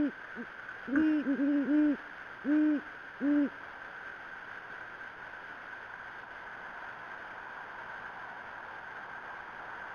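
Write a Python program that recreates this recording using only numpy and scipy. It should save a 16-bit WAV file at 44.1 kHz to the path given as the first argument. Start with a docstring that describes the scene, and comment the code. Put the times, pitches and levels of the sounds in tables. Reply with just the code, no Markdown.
"""Owls at the nest, at night

A large owl hoots on its stick nest, close to the nest camera's microphone; its mate's lower voice
overlaps the first long note. Each hoot is a nearly pure tone that scoops up, holds and sags, and the
woods return it faintly. Ticks ring the camera housing, the nest bumps and feathers brush by, over hiss,
mains hum and a far road. The camera samples at a low rate."""
import sys
import numpy as np
from scipy import signal
from scipy.fft import rfft, irfft
from scipy.io import wavfile
from scipy.ndimage import map_coordinates

SR = 44100
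rng = np.random.default_rng(int(sys.argv[2]) if len(sys.argv) > 2 else 0)


def generate_wav(sig):
    """Save sig (samples, or channels by samples) to the path in sys.argv[1] as 16-bit PCM at SR."""
    pcm = np.round(np.clip(np.atleast_2d(sig).T, -1, 1) * 32767).astype(np.int16)
    wavfile.write(sys.argv[1], SR, pcm)


N = 438354
T = np.arange(N) / SR


def owl():
    """The owl on the nest: a run of hoots close to the microphone."""
    # notes: start/s, end/s, attack/s, f/Hz, drift/(Hz/s), level/dB, swell/(dB/s), buzz/dB re fundamental
    hoots = [ (-.13, .102, 0.027, 300, 0, -27, 0, -33), (.944, 1.239, .012, 310, -55, -27, -14, -29.5),
             (1.249, 1.366, .024, 303, -66.5, -24, 3, -43),
             (1.373, 1.664, 0.02, 294.2, -32.5, -26.5, -9.5, -35.5),
             (1.658, 1.957, .023, 301, -14.5, -25.4, -1.5, -35),
             (2.445, 2.798, .027, 304.8, -8, -26, -7.5, -37.5),
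             (3.206, 3.483, 0.02, 292.6, 16, -26, 7, -37), ]
    return voice(hoots, jitter=.0049, shimmer_db=.53, patchy_db=3.5)


def mate():
    """Its mate: two short, lower, less steady notes."""
    # notes: start/s, end/s, attack/s, f/Hz, drift/(Hz/s), level/dB, swell/(dB/s), buzz/dB re fundamental
    notes = [ (.361, .441, .028, 291.7, 0, -31.5, 0, -42),
             (.876, 1.027, .009, 287.4, -20, -29, 0.0017, -43.5), ]
    return voice(notes, jitter=.0067, shimmer_db=1.7, patchy_db=4.0)


def voice(notes, jitter, shimmer_db, patchy_db):
    """Each note is one swell of air: pitch and level rise and sag together, with weak overtones."""
    # the throat's gain on the low overtones: f/Hz, level/dB re fundamental
    throat = [(340, 7), (450, -5), (560, -14.5), (595, -16), (625, -24), (800, -39.5), (925, -31),
              (1220, -43), (1520, -27), (1830, -39.5), (2200, -47)]
    # narrow resonances that pick a thin buzz out of the high overtones: f/Hz, level/dB
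    resonances = [(2150, -17), (2330, -13), (2470, 3.5), (2620, -12), (2780, -1.5), (2960, -5),
                  (3120, -8.5), (3350, -21.5)]
    pitch_sag, level_sag_db, choke_db = .43, 19.5, 6.5  # lost when the air pressure is gone
    edge_s, buzz_attack_s = .006, .11
    waver = 1 + jitter * walk(140)
    flutter_db = shimmer_db * walk(90)
    patches = {k: patchy_db * walk(16) for k in range(8, 12)}  # each buzz overtone comes and goes
    out = np.zeros(N)
    for start, end, attack, hz, drift, db, swell_db, buzz_db in notes:
        on = (T >= start - edge_s) & (T <= end + edge_s)
        t = T[on]
        from_middle = t - (start + end) / 2
        missing = pressure_loss(t, start, end, attack)
        pitch = (hz + drift * from_middle) * (1 - pitch_sag * np.minimum(missing, 1)) * waver[on]
        level_db = db + swell_db * from_middle - level_sag_db * missing - choke_db * missing ** 2
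        phase = 2 * np.pi * np.cumsum(pitch) / SR
        tone = np.sin(phase)
        for k in range(2, 8):
            tone += response(throat, k * pitch) * np.sin(k * phase)
        build = np.clip((t - start) / buzz_attack_s, 0, 1)
        squeak_db = 5.5 * bell(t, end - .036, width=.017)  # just before the note ends
        for k, patch_db in patches.items():
            buzz = build * undb(buzz_db + squeak_db + patch_db[on])
            tone += buzz * response(resonances, k * pitch) * np.sin(k * phase)
        fade = np.clip(1 + np.minimum(t - start, end - t) / edge_s, 0, 1)
        out[on] += np.sqrt(2) * tone * fade * undb(level_db + flutter_db[on])
    return out


def pressure_loss(t, start, end, attack, release_s=.021):
    """Share of air pressure missing: about 1 at a note's ends, near 0 while held, some in a catch."""
    # catches in the throat that make a note stutter: t/s, share of pressure lost
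    catches = [(.908, .42), (1.461, 0.19), (1.537, 0.085), (1.603, 0.035)]
    ends = np.exp(-(t - start) / attack) + np.exp(-(end - t) / release_s)
    return ends + sum(lost * bell(t, s, width=.018) for s, lost in catches)


def woods(x, t60, build_s, wet_db):
    """Scattered returns from trunks around the nest, building up late and dying away."""
    t = T[:2 * SR]
    build = 1 - np.exp(-(t / build_s) ** 2)
    echoes = rng.standard_normal(len(t)) * undb(-60 * t / t60) * build
    echoes /= np.sqrt(np.sum(echoes ** 2))
    return undb(wet_db) * signal.fftconvolve(x, echoes)[:N]


def ticks(rise_s, gain_db):
    """Light contacts right at the microphone ring the few short modes of the camera housing."""
    # housing modes: f/Hz, t60/s, level/dB
    modes = [(1202, 0.032, -7), (1531, 0.044, 1), (1604, 0.02, 2), (1710, 0.021, -18.5)]
    t = T[:SR // 10]
    out = np.zeros(N)
    for s, db in contacts():
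        detunes = 1 + .016 * rng.standard_normal(len(modes))
        ring = sum(undb(mode_db - 60 * t / t60) * np.sin(2 * np.pi * hz * detune * t)
                   for (hz, t60, mode_db), detune in zip(modes, detunes))
        ring *= 1 - np.exp(-t / rise_s)
        start = int(s * SR)
        out[start:start + len(t)] += undb(db + gain_db) * ring / np.abs(ring).max()
    return out


def contacts(first_gap_s=.0057, slowing=1.4, loss_db=3):
    """Each tick, and the slowing, fading rattle that follows some: rows of t/s, level/dB."""
    # ticks and one sharp knock on the housing: t/s, level/dB, rattle length/s
    hits = [(0.244, -36, .01), (0.367, -36.5, 0), (0.419, -36, .01), (.592, -37, 0), (0.688, -34.5, 0),
            (0.7124, -35, 0), (.956, -23.5, .065), (2.248, -44, 0), (2.446, -39.5, 0), (2.5132, -37, .04),
            (5.805, -40, 0), (5.938, -34.5, 0), (6.3055, -41, 0), (6.474, -36, 0)]
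    delays = np.append(0, np.cumsum(first_gap_s * slowing ** np.arange(6)))
    return [(s + delay, db - k * loss_db) for s, db, length in hits
            for k, delay in enumerate(delays) if delay <= length]


def rustles():
    """Feathers brush as the bird bows and turns its head: short swells of noise."""
    # strokes: t/s, length/s, level/dB
    strokes = [(0.352, 0.082, -49), (0.961, 0.24, -47.5), (1.721, 0.18, -50), (2.505, 0.081, -44),
               (3.24, 0.2, -46.5)]
    # feathers heard through the housing: f/Hz, level/dB
    spectrum = [(300, -22), (900, -6.5), (1250, -10.5), (1530, 5), (1850, -7.5), (2500, -21.5),
                (3800, -24.5)]
    envelope = sum(undb(db) * swell(s, length) for s, length, db in strokes)
    return envelope * colour(rng.standard_normal(N), spectrum)


def bumps(skirt_db):
    """The nest takes the bird's shifting weight: low, narrow-band shudders."""
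    # dull bumps through the nest: t/s, length/s, centre f/Hz, level/dB
    shudders = [(0.948, 0.098, 97, -46), (1.68, 0.42, 48, -61.5), (3.25, 0.27, 70, -69)]
    out = np.zeros(N)
    for s, length, hz, db in shudders:
        band = [(hz / 4, skirt_db), (hz, 0), (hz * 2, skirt_db), (hz * 8, 4 * skirt_db)]
        out += undb(db) * swell(s, length) * colour(rng.standard_normal(N), band)
    return out


def hiss(level_db, grain_db, flicker_db):
    """Slightly grainy hiss, coloured by the hollow of the housing; the level dips once, briefly."""
    # hiss at the microphone: f/Hz, relative level/dB
    spectrum = [(20, -16.5), (60, -18), (140, -20.5), (300, -15.5), (500, -12.5), (950, -14), (1200, -12.5),
                (1400, -4), (1560, 2), (1750, -8), (2000, -14), (2600, -21.5), (3200, -21), (3900, -28)]
    grains = rng.standard_normal(N) * undb(grain_db * walk(300) + flicker_db * walk(25))
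    dip_db = -4 * bell(T, 6.27, width=.035)
    return colour(grains, spectrum) * undb(level_db + dip_db)


def road(start_db, rise_db_per_s, wander_db):
    """Far traffic draws slowly nearer, with a few surges."""
    # tyre roar from a distance: f/Hz, relative level/dB
    spectrum = [(100, -22.5), (240, -15), (380, -17.5), (600, -12), (720, -4), (850, -3.5), (965, 1.5),
                (1060, -5), (1200, -8), (1500, -7), (2200, -38)]
    # surges of traffic: t/s, half width/s, lift/dB
    surges = [(3.7, .3, 2.5), (6.7, 0.26, 3.5), (7.8, 0.74, 2.6), (9.7, 0.15, 2.5)]
    surge_db = sum(db * bell(T, s, width) for s, width, db in surges)
    roar = colour(rng.standard_normal(N), spectrum)
    return roar * undb(start_db + rise_db_per_s * T + surge_db + wander_db * walk(9))


def hum():
    """Faint, steady mains hum in the camera."""
    # mains harmonics: f/Hz, rms level/dB
    harmonics = [(120, -73), (180, -75.5)]
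    return sum(np.sqrt(2) * undb(db) * np.sin(2 * np.pi * hz * T) for hz, db in harmonics)


def undb(db):
    """Decibels to gain."""
    return 10 ** (np.asarray(db) / 20)


def response(points, hz):
    """Gain of a spectrum (f/Hz, level/dB) at these frequencies."""
    f, db = np.transpose(points)
    return undb(np.interp(np.log(np.maximum(hz, 1)), np.log(f), db))


def shape(x, points):
    """Filter by a spectrum (f/Hz, level/dB)."""
    hz = np.arange(N + 1) * SR / (2 * N)
    return irfft(rfft(x, 2 * N) * response(points, hz))[:N]


def colour(x, points):
    """Give a noise this spectrum, at rms 1."""
    shaped = shape(x, points)
    return shaped / np.sqrt(np.mean(shaped ** 2))


def walk(rate):
    """Random levels, rate of them a second, joined by lines."""
    knots = rng.standard_normal(8192)
    return np.interp(T * rate, np.arange(len(knots)), knots)


def swell(s, length):
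    """An envelope that rises fast and fades."""
    return np.sin(np.pi * np.sqrt(np.clip((T - s) / length, 0, 1)))


def bell(t, centre, width):
    """A smooth bump of height 1."""
    return np.exp(-((t - centre) / width) ** 2)


def scene():
    """From the nest, in mono: two owls and their echo, small noises close by, the night behind."""
    owls = owl() + mate()
    nest = ticks(rise_s=.0018, gain_db=1.0) + bumps(skirt_db=-24) + rustles()
    night = hiss(level_db=-45.5, grain_db=.6, flicker_db=.88) + hum()
    night += road(start_db=-60.5, rise_db_per_s=1.2769, wander_db=1.14)
    echo = woods(owls, t60=.75, build_s=.075, wet_db=-30)
    return (owls + echo + nest + night)[None]


def record(dry):
    """The camera joins its slow samples with short curves, mirroring the sound faintly into the treble."""
    # treble response of the camera's output: f/Hz, level/dB
    treble = [(4000, 0), (6500, 0), (9500, 2), (11000, 6), (13000, 2.5), (14500, -1)]
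    camera_rate_hz, top_hz, noise_db = 8000, 15000, -93.5
    slow = signal.resample_poly(dry[0], camera_rate_hz, SR, window=("kaiser", 8))
    joined = map_coordinates(slow, [T * camera_rate_hz], order=2, mode="nearest")
    out = shape(joined, treble) + undb(noise_db) * rng.standard_normal(N)
    lowpass = signal.ellip(8, .2, 70, top_hz, fs=SR, output="sos")
    return signal.sosfilt(lowpass, out)[None]


dry = scene()
out = record(dry)
generate_wav(out)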